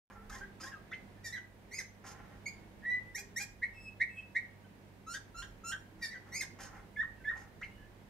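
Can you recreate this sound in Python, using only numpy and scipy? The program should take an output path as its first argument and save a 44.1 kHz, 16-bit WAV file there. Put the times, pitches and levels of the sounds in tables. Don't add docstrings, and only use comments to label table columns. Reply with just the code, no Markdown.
import sys
import numpy as np
from scipy import signal
from scipy.fft import rfft, irfft, next_fast_len
from scipy.io import wavfile
from scipy.ndimage import uniform_filter1d, map_coordinates

SR = 44100
rng = np.random.default_rng(int(sys.argv[2]) if len(sys.argv) > 2 else 0)


def materialize(psi):
    bounded = np.clip(np.atleast_2d(psi).T, -1, 1)
    quanta = np.round(bounded * 32767).astype(np.int16)
    wavfile.write(sys.argv[1], SR, quanta)


def undo_db(level):
    steps = np.asarray(level, float) / 20
    return 10 ** steps


N = 356989

# frequency in Hz, gain in dB.
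THROAT_GAIN = [(2000, 10.5), (3200, -9), (5400, -0.5), (6700, 2), (7600, -10), (8400, -5.5), (9700, -16),
               (12300, -11.5), (14500, -49)]
# start in seconds, strength in dB, octave in dB, overtones in dB, length as a ratio.
BURST_TIMES = [(0.91, 0, 0, 0.0054, 0.96), (7.609, 0, 0, 0.0077, 0.93)]
ARCH_TIMES = [(1.71, -4.5, -0.55, 0.16, .88), (6.319, 0.5, 0.54, 0.36, 1.01)]
WHISTLE_TIMES = [(2.82, 0.43, 0.5, 0.5, 1.006)]
SCRAPE_TIMES = [(3.147, -2, -2, 1.5, .74), (3.361, 1, -1.5, 0.62, .96)]
CHIP_TIMES = [(3.618, -4.5, -6.5, -4, 0.94), (3.999, 0.5, 2.5, 1, 0.97), (4.348, -2, 4.5, 4, 1.01)]
SNAP_TIMES = [(5.136, -2.5, -3, 8.5, .95), (5.418, -9, 4.5, 3, 0.812), (5.714, 0.5, 0.5, -6, 1.01)]
PIPE_TIMES = [(6.968, 1, 0, 0.0061, .97), (7.25, -0.57, 0.012, 0.007, 1.03)]


def unit(x):
    return x / np.sqrt(np.mean(x ** 2) + 1e-20)


def along(points, hz):
    f, v = np.transpose(points)
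    return np.interp(np.log(hz + 1), np.log(f + 1), v)


def wobble(rate, size):
    knots = rng.standard_normal(int(size * rate / SR) + 4)
    return unit(map_coordinates(knots, [np.arange(size) * rate / SR]))


def filtered(x, response):
    m = next_fast_len(N + 8192)
    return irfft(rfft(x, m) * response(np.fft.rfftfreq(m, 1 / SR)), m)[..., :N]


def stroke(rows, edge):
    s, *cols = np.transpose(rows)
    t = np.arange(s[0] - edge, s[-1] + edge, 1 / SR)
    gate = np.clip(np.minimum(t - t[0], t[-1] - t) / (2 * edge), 0, 1)
    return round(t[0] * SR), gate ** 2, [np.interp(t, s, c) for c in cols]


def pair(spectrum, alike):
    def response(hz):
        turn = np.arccos(np.clip(along(alike, hz), -1, 1)) / 2
        return undo_db(along(spectrum, hz)) * [np.cos(turn), np.sin(turn)]
    mid, side = filtered(rng.standard_normal((2, N)), response)
    return unit(np.array([mid + side, mid - side]))


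def bumps():
    # time of the peak in seconds, frequency in Hz, level in dB.
    bump_rows = [(.2, 200, -68), (.3, 205, -57.5), (.47, 200, -59.5), (0.231, 440, -63.5),
                 (.45, 390, -59.5), (.66, 320, -61.5), (1.73, 400, -65.5), (2.67, 320, -60.5),
                 (3.25, 400, -59.5), (5.97, 320, -59)]
    t = np.arange(N) / SR
    out = np.zeros(N)
    for s, hz, db in bump_rows:
        out += undo_db(db - 9.6 * ((t - s) / 0.085) ** 2) * np.sin(2 * np.pi * hz * t)
    return out


def background():
    # frequency in Hz, density in dB per Hz.
    air_spectrum = [(15, -37.5), (25, -20), (101, -4), (126, -5.5), (188, -3.5), (274, -6.5), (804, -14),
                    (1340, -20.5), (1620, -17.5), (2120, -20), (2700, -24.5), (15500, -48.5)]
    # frequency in Hz, left-right likeness from 0 to 1.
    air_alike = [(100, 0.45), (300, 0.81), (650, 0.36), (1400, 0)]
    # frequency in Hz, level in dB rms.
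    hum_lines = [(50, -71.5), (100, -63), (150, -75), (200, -67), (500, -93), (942, -81)]
    # time in seconds, level in dB.
    rumble_level = [(0.3, -58), (1.1, -68), (2, -67), (2.6, -65.5), (3.9, -62.5), (4.6, -77), (5.4, -57.5),
                    (6.4, -66), (7.3, -57), (8, -64)]
    t = np.arange(N) / SR
    air = undo_db(-59 + 0.7 * wobble(1.7, N) + 0.8 * wobble(7, N)) * pair(air_spectrum, air_alike)
    hum = np.zeros(N)
    for hz, db in hum_lines:
        level = np.sqrt(2) * undo_db(db + 1.5 * wobble(8, N))
        hum += level * np.sin(2 * np.pi * hz * t + 0.3 * wobble(6, N))
    swell = undo_db(np.interp(t, *np.transpose(rumble_level)) - 1.5 + 2.4 * wobble(7, N))
    rumble_spectrum = [(15, -34.5), (28, -3.5), (45, -3.0), (70, -8.0), (120, -52.0)]  # (Hz, dB per Hz)
    rumble = swell * pair(rumble_spectrum, [(50, 1.0)])
    return (air + hum + rumble + bumps()) * undo_db([[-1.5], [1.5]])


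def room(x):
    # frequency in Hz, t60 in seconds.
    decay_time = [(1000, 0.38), (2200, 0.36), (6000, 0.31), (12000, 0.21)]
    # delay in seconds, level in dB.
    wall_echoes = [(.0038, -12), (.0043, -15), (.0058, -13.5), (.0082, -16), (0.0125, -14.5), (.014, -15),
                   (.0202, -12.5), (0.0262, -23.5)]
    # frequency in Hz, side against mid in dB.
    side_gain = [(1000, 2.5), (2500, -3.5), (5000, 1.3)]
    hop = round(0.6 * SR)
    out = np.zeros((2, N + 3 * hop + SR))
    for i in range(-hop, N, hop):
        hz, t, z = signal.stft(rng.standard_normal((2, SR // 2)), SR, nperseg=256)
        decay = undo_db(-60 * t / along(decay_time, hz)[:, None])
        tail = signal.istft(z * decay, SR, nperseg=256)[1]
        tail = undo_db(-8.5) * np.pad(tail / np.linalg.norm(tail[0]), ((0, 0), (300, 0)))
        for k, (delay, db) in enumerate(wall_echoes):
            tail[:, round(delay * SR)] += undo_db(db) * np.array([(-1) ** k, 0.71 * (-1) ** (k // 2)])
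        piece = np.pad(x, (hop, 2 * hop))[i + hop:i + 3 * hop] * np.hanning(2 * hop)
        answer = signal.fftconvolve(piece[None], tail, axes=1)
        out[:, i + hop:i + hop + answer.shape[1]] += answer
    mid, side = out[:, hop:hop + N]
    side = filtered(side, lambda hz: undo_db(along(side_gain, hz)))
    return np.array([mid + side, mid - side])


def clicks():
    # start in seconds, level in dB, t60 in seconds.
    click_rows = [
        (0.296, -50, .012),
        (.601, -49, 0.014),
        (.918, -53.5, .012),
        (5.423, -46, 0.014),
        (7.616, -51.5, 0.01),
    ]
    out, t = np.zeros(N), np.arange(SR // 40) / SR
    for s, db, t60 in click_rows:
        out[round(s * SR):][:len(t)] += undo_db(db - 60 * t / t60) * rng.standard_normal(len(t))
    return filtered(out, lambda hz: undo_db(along(THROAT_GAIN, hz)) * (hz > 900))


def puff(s, hiss_db, hiss_s, rush_db, rush_s):
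    rise_s, fade_s = 0.032, 0.033
    at = np.array([0, rise_s, hiss_s, hiss_s + fade_s, rush_s])
    under_db = np.array([10.5, 0, 6, 31.5, 31.5])
    return np.transpose([s + at, hiss_db - under_db, rush_db - 12.5 * at / rush_s])


def streaks(hz):
    spacing_hz, depth_db = 90, 2.2
    knots = rng.standard_normal(int(hz[-1] / spacing_hz) + 4)
    return undo_db(depth_db * map_coordinates(knots, [hz / spacing_hz]))


def wheezes():
    # start in seconds, beak hiss in dB, hiss length in seconds,
    # windpipe rush in dB, rush length in seconds.
    wheeze_rows = [(0.097, -72, 0.048, -55.5, 0.21), (0.304, -55.5, 0.093, -50, 0.16),
                   (0.607, -54.5, 0.082, -53, 0.14), (2.04, -53.5, 0.083, -51.5, 0.35),
                   (5.984, -72, .022, -61, 0.098), (6.262, -71.5, 0.034, -56.5, 0.13),
                   (1.775, -54.5, 0.044, -75, 0.078), (5.128, -56, 0.044, -64, 0.093),
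                   (5.71, -65, .035, -60, 0.092), (6.396, -52, 0.043, -67, .085),
                   (6.587, -52, 0.078, -49, 0.22), (6.729, -74, 0.061, -56, .13),
                   (7.35, -64.5, 0.088, -52, 0.13)]
    # frequency in Hz, density in dB per Hz.
    hiss_spectrum = [(2500, -6.5), (4000, -11), (5200, -3), (6500, -1), (9000, -14.5), (12500, -15),
                     (14000, -50)]
    rush_spectrum = [(500, -3.5), (750, -0.5), (1350, 3), (2200, -3), (2800, -13.5), (4000, -34)]

    def breath(spectrum):
        noise = rng.standard_normal(N)
        return unit(filtered(noise, lambda hz: undo_db(along(spectrum, hz)) * streaks(hz)))

    hiss, rush = breath(hiss_spectrum), breath(rush_spectrum)
    out = np.zeros(N)
    for row in wheeze_rows:
        i, gate, (hiss_db, rush_db) = stroke(puff(*row), edge=0.0016)
        part = slice(i, i + len(gate))
        hiss_grain = undo_db(2.2 * wobble(180, len(gate)))
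        rush_grain = undo_db(2.2 * wobble(70, len(gate)))
        out[part] += gate * hiss_grain * undo_db(hiss_db - 2.0) * hiss[part]
        out[part] += gate * rush_grain * undo_db(rush_db - 6.0) * rush[part]
    return out


def throb():
    # start in seconds, length in seconds, throb rate in Hz, depth in dB.
    throb_rows = [
        (.325, .055, 527, -5),
        (.637, .055, 535, -8),
        (1.255, 0.064, 448, 2),
        (3.175, .04, 474, -9),
        (3.393, .055, 461, -2),
        (5.115, .025, 466, -4),
        (5.68, 0.03, 463, -7),
        (6.023, .07, 445, -3),
    ]
    out = np.zeros(N)
    for s, size, hz, db in throb_rows:
        i, gate, _ = stroke([(s, 0), (s + size, 0)], edge=0.0054)
        turn = 2 * np.pi * np.cumsum(hz * (1 + 0.015 * wobble(55, len(gate)))) / SR
        out[i:i + len(gate)] += undo_db(db) * gate * np.sin(turn)
    return out


def sung(shape, times, octave_db, rough):
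    return [[(start + s * pace, hz, db + gain_db, beak_db + octave_db + more_db, beak_db + upper_db, rough)
             for s, hz, db, beak_db in shape]
            for start, gain_db, more_db, upper_db, pace in times]


def voice(notes):
    even_lag, even_below_hz = 0.45, 1450
    out = np.zeros(N + SR)
    noise = rng.standard_normal(N)
    air = unit(filtered(noise, lambda hz: undo_db(along(THROAT_GAIN, hz)) * (hz > 3500)))
    for rows in notes:
        i, gate, (hz, db, octave_db, upper_db, rough) = stroke(rows, edge=0.004)
        hz = uniform_filter1d(hz, size=200)
        glide = np.abs(np.gradient(np.log(hz))) * SR
        rough = np.clip(rough + 0.001 * glide, 0, 1)
        turn = 2 * np.pi * np.cumsum(hz * (1 + 0.361 * rough * wobble(715.7, len(hz)))) / SR
        tone = np.sin(turn) + undo_db(octave_db) * np.sin(2 * turn)
        late_db = even_lag * (hz < even_below_hz) * np.minimum(upper_db, 0)
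        for k in range(3, 11):
            level_db = upper_db + (k % 2 == 0) * late_db + along(THROAT_GAIN, k * hz)
            tone += undo_db(level_db + 2 * rng.standard_normal()) * np.sin(k * turn + k * k)
        tone += undo_db(upper_db - 5.5) * np.sqrt(rough) * air[i:i + len(hz)]
        flutter = undo_db(4.5 * rough * wobble(160, len(hz)))
        out[i:i + len(hz)] += np.sqrt(2) * undo_db(db) * gate * flutter * tone
    return out[:N]


def second_voice():
    # time from the syllable's start in seconds, pitch in Hz, level in dB,
    # beak opening as overtones in dB.
    burst_zip = [(.004, 1305, -53, -30), (.012, 1422, -51.5, -35), (.018, 1720, -49.5, -40),
                 (.023, 2344, -48.5, -40), (.029, 2900, -53.5, -40), (.036, 3130, -60, -40)]
    sag_high = [(0, 2365, -55.5, -11), (.025, 2291, -59, -4), (.055, 2262, -71.5, -6), (.08, 2280, -70, -5)]
    arch_low = [(0, 1883, -56.5, -9), (.013, 1920, -51, -9), (.029, 2045, -46.5, -6.5),
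                (.037, 2107, -42, -8), (.053, 2244, -47, -3.5), (.066, 2268, -59.5, 6.5),
                (.086, 2250, -60, 4.5)]
    scrape_drone = [(.036, 804, -65, 2), (.05, 812, -63.5, 6.4), (.062, 815, -64, 8), (.074, 813, -66, 4.4)]
    hook_return = [(.044, 2008, -46, -40), (.058, 1967, -42.5, -40), (.068, 1985, -64, -40)]
    pipe_grace = [(-.009, 1980, -54, -32), (-.003, 2100, -49.5, -45), (.004, 2160, -57, -42)]
    pipe_fall = [(.057, 1670, -38.5, -49), (.066, 1245, -56.5, -46), (.079, 1000, -57.5, -43)]
    chip_high = [(0, 2034, -49, -34), (.008, 2050, -43, -32), (.016, 2088, -31.5, -40),
                 (.023, 2176, -33.5, -42.5), (.029, 2205, -33.5, -44), (.034, 2300, -50, -44)]
    whistle_high = [(0, 1820, -71, -41), (.018, 1875, -55.5, -40), (.026, 1940, -54, -41),
                    (.035, 2080, -56, -43), (.043, 2150, -67, -42)]
    snap_high = [(.004, 1885, -61, -21.5), (.013, 1878, -49.5, -19.5), (.028, 1870, -54, -26),
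                 (.04, 1850, -57, -31)]
    # start in seconds, strength in dB, octave in dB, overtones in dB,
    # length as a ratio.
    sag_high_times = [(1.242, -3.5, 4.6, 13, 0.84), (6.022, 5, 5.9, -14, 0.97)]
    hook_return_times = [(1.323, 0.5, 0, 0.003, 1), (6.107, -4.5, 0, 0, 1.05)]
    # start in seconds, length in seconds, first pitch in Hz, last pitch in Hz, peak
    # level in dB.
    piping = [(0.147, 0.084, 1384, 1337, -60.5), (0.342, 0.05, 1020, 1120, -60.5),
              (.603, 0.0448, 5000, 4975, -56.5), (5.147, .026, 3800, 3460, -56),
              (.91, 0.03, 3500, 3470, -62.5), (0.339, 0.025, 2100, 2050, -59),
              (0.42, .045, 1920, 1950, -61), (7.175, 0.048, 2700, 2700, -77),
              (0.409, 0.04, 1569, 1624, -48.5), (0.35, 0.022, 1200, 1280, -66),
              (0.646, 0.065, 1040, 1115, -57.5), (0.717, 0.0344, 1700, 1555, -49),
              (0.738, 0.042, 1378, 1200, -58), (0.715, 0.05, 2800, 2700, -68.5),
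              (4.16, .055, 3160, 3100, -69), (1.166, 0.032, 1730, 1780, -72),
              (7.2, 0.039, 1563, 1543, -64.5), (7.688, .16, 2870, 2940, -76),
              (7.779, 0.091, 1734, 1714, -67)]
    peak = 0.6
    alone = []
    for s, size, first_hz, last_hz, db in piping:
        peak_hz = first_hz + peak * (last_hz - first_hz)
        rows = [(s, first_hz, db - 3), (s + peak * size, peak_hz, db), (s + size, last_hz, db - 5)]
        alone.append([(*row, -26, -40, 0.07) for row in rows])
    return voice(sung(burst_zip, BURST_TIMES, octave_db=-5, rough=0.15)
                 + sung(sag_high, sag_high_times, octave_db=5.0, rough=0.012)
                 + sung(arch_low, ARCH_TIMES, octave_db=-11, rough=0.024)
                 + sung(scrape_drone, SCRAPE_TIMES, octave_db=7.0, rough=0.0723)
                 + sung(hook_return, hook_return_times, octave_db=-5, rough=0.027)
                 + sung(pipe_grace, PIPE_TIMES, octave_db=-1, rough=0.07)
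                 + sung(pipe_fall, PIPE_TIMES, octave_db=12, rough=0.11)
                 + sung(chip_high, CHIP_TIMES, octave_db=0.5, rough=0.028)
                 + sung(whistle_high, WHISTLE_TIMES, octave_db=-2, rough=0.015)
                 + sung(snap_high, SNAP_TIMES, octave_db=8, rough=0.11)
                 + alone)


def first_voice():
    # time from the syllable's start in seconds, pitch in Hz, level in dB,
    # beak opening as overtones in dB.
    grunt = [(0, 1300, -55, -17), (.01, 1235, -52, -9), (.03, 1210, -78, -19)]
    rasp = [(0, 1590, -56, -19), (.012, 1630, -48.5, -19), (.03, 1660, -56.5, -14),
            (.048, 1880, -51.5, -15), (.064, 1890, -66, -21)]
    burst = [(0, 1870, -66, -14), (.008, 1900, -57, -24), (.014, 1928, -47, -34), (.02, 2074, -46.5, -45),
             (.03, 2080, -45.5, -45), (.045, 2164, -46, -22)]
    sag = [(0, 1925, -69, -7), (.018, 1907, -47, -9.5), (.045, 1825, -45, -9.5), (.065, 1799, -58.5, -4.5),
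           (.089, 1790, -50, -20)]
    hook = [(0, 1915, -50, -13), (.018, 1979, -42, -19.5), (.033, 1963, -40, -31), (.042, 1666, -51, -21),
            (.058, 1563, -50.5, -21), (.07, 1370, -56, -18)]
    arch = [(0, 2038, -65.5, -20), (.013, 2142, -54.5, -16), (.029, 2274, -54, -8.5),
            (.045, 2450, -52.5, -2), (.055, 2515, -57.5, -2), (.077, 2530, -51.5, -7),
            (.09, 2553, -53.5, 0.5), (.1, 2490, -64, 0)]
    drop_slur = [(0, 2190, -51.5, -12), (.009, 2095, -35.5, -9), (.016, 2053, -45, -10),
                 (.021, 1865, -44.5, -6.5), (.028, 1640, -54, -9.5), (.04, 1570, -56, -14)]
    squeak = [(0, 2420, -66, 2), (.006, 2240, -45.5, -17), (.012, 2160, -37, -15.5),
              (.017, 2256, -43, -13.5), (.022, 2340, -49, -5.5), (.028, 2416, -57, 0.5),
              (.037, 2455, -64, 5)]
    whistle = [(0, 1655, -70, -34), (.024, 1722, -55, -46), (.031, 1790, -47, -46),
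               (.042, 1927, -40, -39.5), (.07, 1938, -34.5, -37.5), (.095, 1976, -33.5, -36),
               (.135, 1992, -36.5, -40), (.165, 1989, -38.5, -48), (.18, 2010, -51, -57)]
    scrape = [(0, 1820, -42, -11), (.012, 1880, -39, -5), (.02, 2080, -42, -6), (.028, 2218, -44.5, -7.5),
              (.038, 2360, -54, -2.5), (.052, 2444, -54, 1.5), (.066, 2450, -51.5, 5), (.078, 2400, -53, 3)]
    chip = [(0, 1673, -50, -34), (.008, 1775, -40, -35), (.013, 1857, -32.5, -37.5),
            (.018, 1908, -29.5, -35.5), (.028, 1915, -35, -38), (.034, 1930, -41, -46)]
    seep = [(0, 2670, -78, -2), (.045, 2607, -55, -23.5), (.09, 2642, -68.5, -2), (.14, 2580, -46, -26),
            (.175, 2620, -67, -38)]
    seep_late = [(0, 2620, -74, -8), (.025, 2600, -61, -18), (.068, 2600, -60.5, -14),
                 (.1, 2590, -45.5, -24), (.132, 2600, -56.5, -29), (.15, 2605, -67, -34)]
    tick = [(0, 1510, -76, -39), (.012, 1535, -70.5, -28), (.027, 1540, -78, -30)]
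    creak = [(0, 1287, -61, -10), (.02, 1326, -47.5, -16), (.054, 1395, -51, -3), (.078, 1420, -55, -0.5)]
    creak_flat = [(0, 1356, -60, -20), (.015, 1340, -52, -18), (.044, 1403, -54, -4),
                  (.064, 1393, -52.5, -4.5), (.08, 1420, -62, -14)]
    creak_long = [(0, 1310, -54, -28), (.012, 1338, -51.5, -11.5), (.035, 1366, -49, -7),
                  (.064, 1382, -48.5, -4), (.085, 1397, -60.5, 6), (.115, 1410, -78, -2)]
    snap = [(0, 1446, -51, -7), (.007, 1511, -48.5, -12), (.014, 1581, -41.5, -16.5),
            (.024, 1633, -41.5, -27), (.034, 1600, -45, -34), (.044, 1580, -56, -35)]
    pipe = [(0, 1697, -41, -45), (.018, 1740, -45.5, -35.5), (.033, 1736, -34, -45),
            (.041, 1825, -36, -37.5), (.05, 1904, -34.5, -51), (.058, 1848, -41, -51.5),
            (.072, 1825, -41, -53), (.088, 1820, -62.5, -43)]
    # start in seconds, strength in dB, octave in dB, overtones in dB,
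    # length as a ratio.
    grunt_times = [(.296, 1.5, -13, 5.5, 0.53), (0.601, -4, -8, 5.5, 1.18)]
    rasp_times = [(0.319, -1.2, 0.022, 0, 0.95), (0.631, 0.88, 0, 0, 1)]
    sag_times = [(1.234, -1.5, 0, 2.5, 0.92), (6.011, 4.5, 0, -0.9, 0.9)]
    hook_times = [(1.323, -0.2, 1, -0.087, 0.93), (6.107, -5, -5, -2, 0.94)]
    drop_times = [(1.782, -1.2, -3, 0.5, 0.9), (6.403, 0.5, 2, 2.1, 1)]
    squeak_times = [(2.455, 0.5, 0.5, 0.56, 0.97)]
    seep_times = [(3.733, -1.5, 0.5, 2.5, 1.077)]
    seep_late_times = [(4.09, 0.5, -21, 0.5, 0.98)]
    tick_times = [(4.639, 0.0038, 0.0034, 0, 0.93)]
    creak_times = [(5.064, 0.5, -2, 0.5, 0.93)]
    creak_flat_times = [(5.343, 0.5, 3, 0.5, 0.95)]
    creak_long_times = [(5.636, 0.5, 8.8, 0.5, 0.923)]
    return voice(sung(grunt, grunt_times, octave_db=10.5, rough=0.19)
                 + sung(rasp, rasp_times, octave_db=1.0, rough=0.085)
                 + sung(burst, BURST_TIMES, octave_db=7, rough=0.097)
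                 + sung(sag, sag_times, octave_db=-5.5, rough=0.038)
                 + sung(hook, hook_times, octave_db=6.5, rough=0.067)
                 + sung(arch, ARCH_TIMES, octave_db=6, rough=0.016)
                 + sung(drop_slur, drop_times, octave_db=-5.0, rough=0.098)
                 + sung(squeak, squeak_times, octave_db=-0.5, rough=0.01)
                 + sung(whistle, WHISTLE_TIMES, octave_db=5.5, rough=0.0093)
                 + sung(scrape, SCRAPE_TIMES, octave_db=-10, rough=0.02)
                 + sung(chip, CHIP_TIMES, octave_db=5.5, rough=0.017)
                 + sung(seep, seep_times, octave_db=1, rough=0.014)
                 + sung(seep_late, seep_late_times, octave_db=0.5, rough=0.018)
                 + sung(tick, tick_times, octave_db=28.5, rough=0.021)
                 + sung(creak, creak_times, octave_db=-6, rough=0.029)
                 + sung(creak_flat, creak_flat_times, octave_db=-3.5, rough=0.026)
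                 + sung(creak_long, creak_long_times, octave_db=-8.5, rough=0.02)
                 + sung(snap, SNAP_TIMES, octave_db=9.5, rough=0.13)
                 + sung(pipe, PIPE_TIMES, octave_db=15, rough=0.014))


def bird():
    main, second = first_voice(), second_voice()
    chop = np.tanh(undo_db(53.0) * second)
    mixed = filtered(main * chop, lambda hz: undo_db(along(THROAT_GAIN, hz)) * (hz > 2300))
    beating = filtered((main + second) * throb(), lambda hz: np.clip((hz - 2800) / 2500, 0, 1))
    return main + second + undo_db(-19.5) * mixed + beating + wheezes() + clicks()


def scene():
    # frequency in Hz, phase of left against right in radians.
    port_phase = [(1000, 0.18), (2500, 0.13), (4500, 0.76), (9000, 1.9)]
    # frequency in Hz, left over right in dB.
    port_lean = [(1000, -1), (2500, -1), (5000, -4), (9000, 0.5)]
    song = undo_db(1.5) * bird()
    direct = filtered(song, lambda hz: np.exp(1j * along(port_phase, hz) * [[0.5], [-0.5]]))
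    heard = filtered(direct + room(song), lambda hz: undo_db(along(port_lean, hz) * [[0.5], [-0.5]]))
    return heard + background()


def low_pass(x):
    return signal.sosfilt(signal.butter(12, 15690, fs=SR, output="sos"), x)


def record(dry):
    start_s, top_hz = 0.1, 15715
    t = np.arange(N) / SR
    opening = undo_db(-44 - 130 * (start_s - t)) + (t > start_s)
    hiss = undo_db(-75.0) * rng.standard_normal(dry.shape)
    live = filtered(dry + hiss, lambda hz: hz < top_hz)
    return low_pass(live * np.minimum(opening, 1))


dry = scene()
out = record(dry)
materialize(out)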